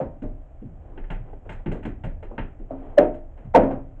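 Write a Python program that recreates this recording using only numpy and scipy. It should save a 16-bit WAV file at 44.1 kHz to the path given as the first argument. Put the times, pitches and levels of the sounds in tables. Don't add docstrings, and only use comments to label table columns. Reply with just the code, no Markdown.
import sys
import numpy as np
from scipy import signal
from scipy.io import wavfile

SR = 44100
rng = np.random.default_rng(int(sys.argv[2]) if len(sys.argv) > 2 else 0)


def generate_wav(signal):
    frames = np.transpose(np.atleast_2d(signal))
    scaled = np.clip(frames, -1, 1) * 32767
    pcm = np.round(scaled).astype(np.int16)
    wavfile.write(sys.argv[1], SR, pcm)


N = 176400
T = np.arange(N) / SR

# start in seconds, thud level in dB, thud pitch in Hz,
# smack level in dB, skin brush level in dB, boom level in dB.
HAND_BLOWS = [(0.01, -32, 158.5, -56, -81, -45), (0.22, -31, 241, -55.5, -76, -25.5),
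              (0.618, -38, 212, -74, -99, -64), (0.65, -39.5, 141, -74, -97, -42),
              (0.975, -42.5, 334, -50.5, -98, -31.5), (1.04, -51.5, 250, -56, -96, -62),
              (1.102, -34.5, 164, -39, -68, -23.5), (1.144, -38.5, 119, -54, -88, -53),
              (1.33, -45, 430, -64.5, -96, -40), (1.492, -41.5, 176, -41, -67, -30),
              (1.518, -43.5, 109, -49, -68, -41), (1.591, -53, 560, -69, -90, -36),
              (1.66, -25, 230.4, -42, -76, -25), (1.715, -30.5, 380, -44, -64, -46),
              (1.829, -50.5, 250, -51, -77, -27.5), (1.851, -28, 230, -41.5, -67, -41),
              (2.037, -29.5, 120, -43.5, -68, -23), (2.227, -41, 515, -51, -77, -30),
              (2.31, -40, 526, -71, -99, -56), (2.3795, -31.5, 210, -35.5, -85, -24.5),
              (2.597, -43, 304, -68, -95, -28.5), (2.987, -29, 382, -35, -64.5, -25.5),
              (3.14, -56, 300, -56.5, -77, -51.5), (3.376, -59, 560, -59.5, -87, -50),
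              (3.448, -36, 123, -66, -90, -51), (3.551, -24, 193, -29.5, -58, -25.5),
              (3.709, -34.5, 295, -51.5, -91, -52)]

EDGES = 8200 * 2 ** (np.arange(-26, 4) / 3)
CENTRES = np.sqrt(EDGES[1:] * EDGES[:-1])
BAND_FILTERS = [signal.butter(3, band, "band", fs=SR, output="sos") for band in zip(EDGES, EDGES[1:])]


def from_db(db):
    return 10 ** (np.asarray(db) / 20)


def at_bands(points):
    hz, value = np.transpose(points)
    return np.interp(np.log(CENTRES), np.log(hz), value)


def shares(db_per_hz):
    power = from_db(db_per_hz) ** 2 * np.diff(EDGES)
    return power / power.sum()


def add(out, start, sound):
    i = max(int(start * SR), 0)
    out[i:i + len(sound)] += sound[:N - i]


def swell(rise_s):
    progress = T[:SR] / rise_s
    return (progress * np.exp(1 - progress)) ** 2


def damped_tone(hz, rise_s):
    return swell(rise_s) * np.sin(2 * np.pi * hz * T[:SR])


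def ring(modes):
    t = T[:SR]
    return sum((-1) ** k * from_db(db - 60 * t / fade_s) * np.sin(2 * np.pi * hz * t)
               for k, (hz, fade_s, db) in enumerate(modes))


def banded_noise(powers):
    white, out = rng.standard_normal((2, N)), 0
    for k, power in enumerate(powers):
        gain = np.sqrt((power + 1e-18) * SR / 2 / (EDGES[k + 1] - EDGES[k]))
        out = out + signal.sosfilt(BAND_FILTERS[k], white[k % 2] * gain)
    return out


def in_room(blows, powers, rise_s, direct_db, echo_scale):
    # frequency in Hz, seconds for the echo to fade by 60 dB before echo_scale shortens it.
    echo_times = [(60, 0.92), (150, 0.41), (400, 0.41), (800, 0.33), (2000, 0.36), (4000, 0.25),
                  (8000, 0.22)]
    t, burst_fade_s = T[:SR], 0.066
    direct = from_db(direct_db - 60 * t / burst_fade_s) ** 2
    onset = (1 - np.exp(-t / rise_s)) ** 2
    bands = []
    for fade_s, strengths in zip(at_bands(echo_times) * echo_scale, np.transpose(powers)):
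        echo = from_db(-60 * t / fade_s) ** 2
        decay = onset * (direct + echo)
        power = np.zeros(N)
        for (start, *_), strength in zip(blows, strengths):
            add(power, start, strength * decay)
        bands.append(power)
    return banded_noise(bands)


def background():
    # frequency in Hz, relative level in dB per Hz.
    room_colour = [(15, 22), (26, 8), (45, -5.5), (80, -6), (130, -12.5), (180, -28), (280, -20.5),
                   (400, -33.5), (650, -20), (900, -36.5), (1200, -40.5), (2000, -47.5), (2900, -55),
                   (4200, -75.5), (7400, -64), (10000, -85.5), (16000, -85)]
    sleeve_colour = [(120, 0.5), (300, 15), (700, 9.5), (1100, -2.5), (2000, -14), (3000, -21), (4500, -50),
                     (7400, -43), (10000, -64)]
    # start in seconds, level in dB, length in seconds.
    swishes = [(0.76, -53, 0.32), (1.23, -50, 0.12), (1.438, -47, 0.062), (1.56, -62, .1),
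               (1.713, -42.5, 0.1), (2.263, -53, 0.19), (2.714, -45.5, 0.29), (3.348, -53, .16)]
    motion = np.zeros(N)
    for start, db, length in swishes:
        arch = np.sin(np.pi * np.clip(T[:SR] / length, 0, 1))
        add(motion, start, (from_db(db) * arch) ** 2)
    room = from_db(-39) ** 2 * shares(at_bands(room_colour))
    sleeves = shares(at_bands(sleeve_colour))
    return banded_noise([steady + cloth * motion for steady, cloth in zip(room, sleeves)])


def brushes():
    # frequency in Hz, relative level in dB per Hz.
    brush_colour = [(2500, -14.5), (4000, 12), (5200, -17), (6400, 8.5), (7400, 2.5), (9000, -33),
                    (11000, -56)]
    hiss = shares(at_bands(brush_colour))
    powers = [from_db(brush_db) ** 2 * hiss for *_, brush_db, _ in HAND_BLOWS]
    return in_room(HAND_BLOWS, powers, rise_s=0.009, direct_db=10.5, echo_scale=0.97)


def booms():
    out = np.zeros(N)
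    for start, *_, boom_db in HAND_BLOWS:
        add(out, start, from_db(boom_db) * damped_tone(hz=28.25, rise_s=0.05))
    return out


def slaps():
    # pitch in Hz, seconds to fade by 60 dB, dB relative to the smack.
    snap_modes = [(560, .03, 2), (883, 0.15, 1.5), (1527, 0.037, 2.5), (2125, 0.099, -6.5),
                  (2796, 0.14, -9)]
    # frequency in Hz, relative level in dB per Hz.
    smack_colour = [(150, -1), (400, 8), (700, 7), (900, 1.5), (1150, -1.5), (1600, 3.5), (2200, -1.5),
                    (2850, -7), (3600, -22.5), (4500, -41), (9000, -66.5), (11000, -73)]
    rise_s = 0.0006
    tone_db, noise_db = 4, -1.5
    cycles_to_peak, width_octaves = 1.4, 0.81
    snap = ring(snap_modes) * (1 - np.exp(-T[:SR] / rise_s))
    smack = shares(at_bands(smack_colour))
    tones, powers = np.zeros(N), []
    for start, thud_db, hz, smack_db, *_ in HAND_BLOWS:
        thud_tone = from_db(thud_db + tone_db) * damped_tone(hz, cycles_to_peak / hz)
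        add(tones, start, thud_tone + from_db(smack_db) * snap)
        widths = np.log2(CENTRES / hz) / width_octaves
        thud = shares(np.where(widths > 0, -9 * widths ** 2, 1.5 * widths))
        powers.append(from_db(thud_db + noise_db) ** 2 * thud + from_db(smack_db) ** 2 * smack)
    return tones + in_room(HAND_BLOWS, powers, rise_s, direct_db=4.5, echo_scale=0.92)


def wooden_arms():
    # start in seconds, ring level in dB, clatter level in dB,
    # trunk hum level in dB, place from 0 (lower arm) to 1 (upper arm).
    arm_blows = [(.001, -33, -28, -38, 0.93), (0.229, -38, -41.5, -38, 0.22),
                 (2.042, -39, -42.5, -41.5, 0.68), (2.708, -31.5, -37, -29.5, 0.44),
                 (2.981, -9.5, -15, -27, 0.18), (3.549, -11, -9, -18.5, 1.0),
                 (3.631, -26.5, -23.5, -22, 0.5), (3.708, -46, -28, -35.5, 0.13)]
    # pitch in Hz, seconds to fade by 60 dB,
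    # relative level in dB when the lower arm is struck, the same for the upper arm.
    arm_modes = [(182, .5, -24, -14), (238, .4, -16, -11), (253, .3, -10, -18), (296, .4, -12, -16),
                 (341, .45, -10, -9), (420, .35, -12, -14), (446, .4, -16, -9), (493, .3, -8, -19),
                 (534, .34, -14, 0), (589, .42, -13, -4), (608, .38, 1, -15), (657, .45, -13, -14),
                 (731, .33, -6, -13), (922, .38, -26, -8)]
    # pitch in Hz, seconds to fade by 60 dB, relative level in dB.
    trunk_modes = [(132, 1.2, -17), (268, .55, 0)]
    # frequency in Hz, relative level in dB per Hz.
    clatter_colour = [(100, -23.5), (250, 0), (400, -6), (560, 2), (720, -3), (900, -12), (1080, -15.5),
                      (1600, -24.5), (2500, -37), (4000, -54), (8000, -61), (11000, -95.5)]
    ring_rise_s, scrape_rise_s = 0.008, 0.0059
    onset = 1 - np.exp(-T[:SR] / ring_rise_s)
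    colour = shares(at_bands(clatter_colour))
    ringing, scrape, powers = np.zeros(N), np.zeros(N), []
    for start, ring_db, clatter_db, hum_db, place in arm_blows:
        arm = [(hz, fade_s, ring_db + lower + place * (upper - lower))
               for hz, fade_s, lower, upper in arm_modes]
        trunk = [(hz, fade_s, hum_db + db) for hz, fade_s, db in trunk_modes]
        add(ringing, start, onset * ring(arm + trunk))
        add(scrape, start - 2 * scrape_rise_s, (from_db(clatter_db - 9) * swell(scrape_rise_s)) ** 2)
        powers.append(from_db(clatter_db) ** 2 * colour)
    clatter = in_room(arm_blows, powers, rise_s=0.0018, direct_db=0.5, echo_scale=0.87)
    return ringing + clatter + banded_noise([share * scrape for share in colour])


def knocks():
    # start in seconds, peak level in dB, pitch in Hz, seconds to reach the peak.
    socket_hits = [(.001, -17, 592, 0.003), (1.331, -39, 760, 0.0025), (2.381, -33, 900, 0.013),
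                   (2.707, -22, 618, 0.0028), (2.9761, 0, 581.3, 0.009), (3.027, -11, 567, 0.0045),
                   (3.546, -5.5, 900.6, 0.0052), (3.548, -5.5, 524.4, 0.0039), (3.559, -7, 705, 0.0052),
                   (3.572, -7, 650, 0.00075), (3.589, -14.5, 510, 0.011), (3.708, -19.5, 706, 0.0022)]
    out = np.zeros(N)
    for start, db, hz, rise_s in socket_hits:
        add(out, start, from_db(db) * damped_tone(hz, rise_s))
    return out


def scene():
    return (slaps() + brushes() + booms() + wooden_arms() + knocks() + background())[None]


def record(dry):
    ceiling, hardness, cutoff_hz = 0.705, 30, 16000
    flattened = dry / (1 + (np.abs(dry) / ceiling) ** hardness) ** (1 / hardness)
    treble_cut = signal.cheby2(12, 70, cutoff_hz, fs=SR, output="sos")
    return signal.sosfilt(treble_cut, flattened)


dry = scene()
out = record(dry)
generate_wav(out)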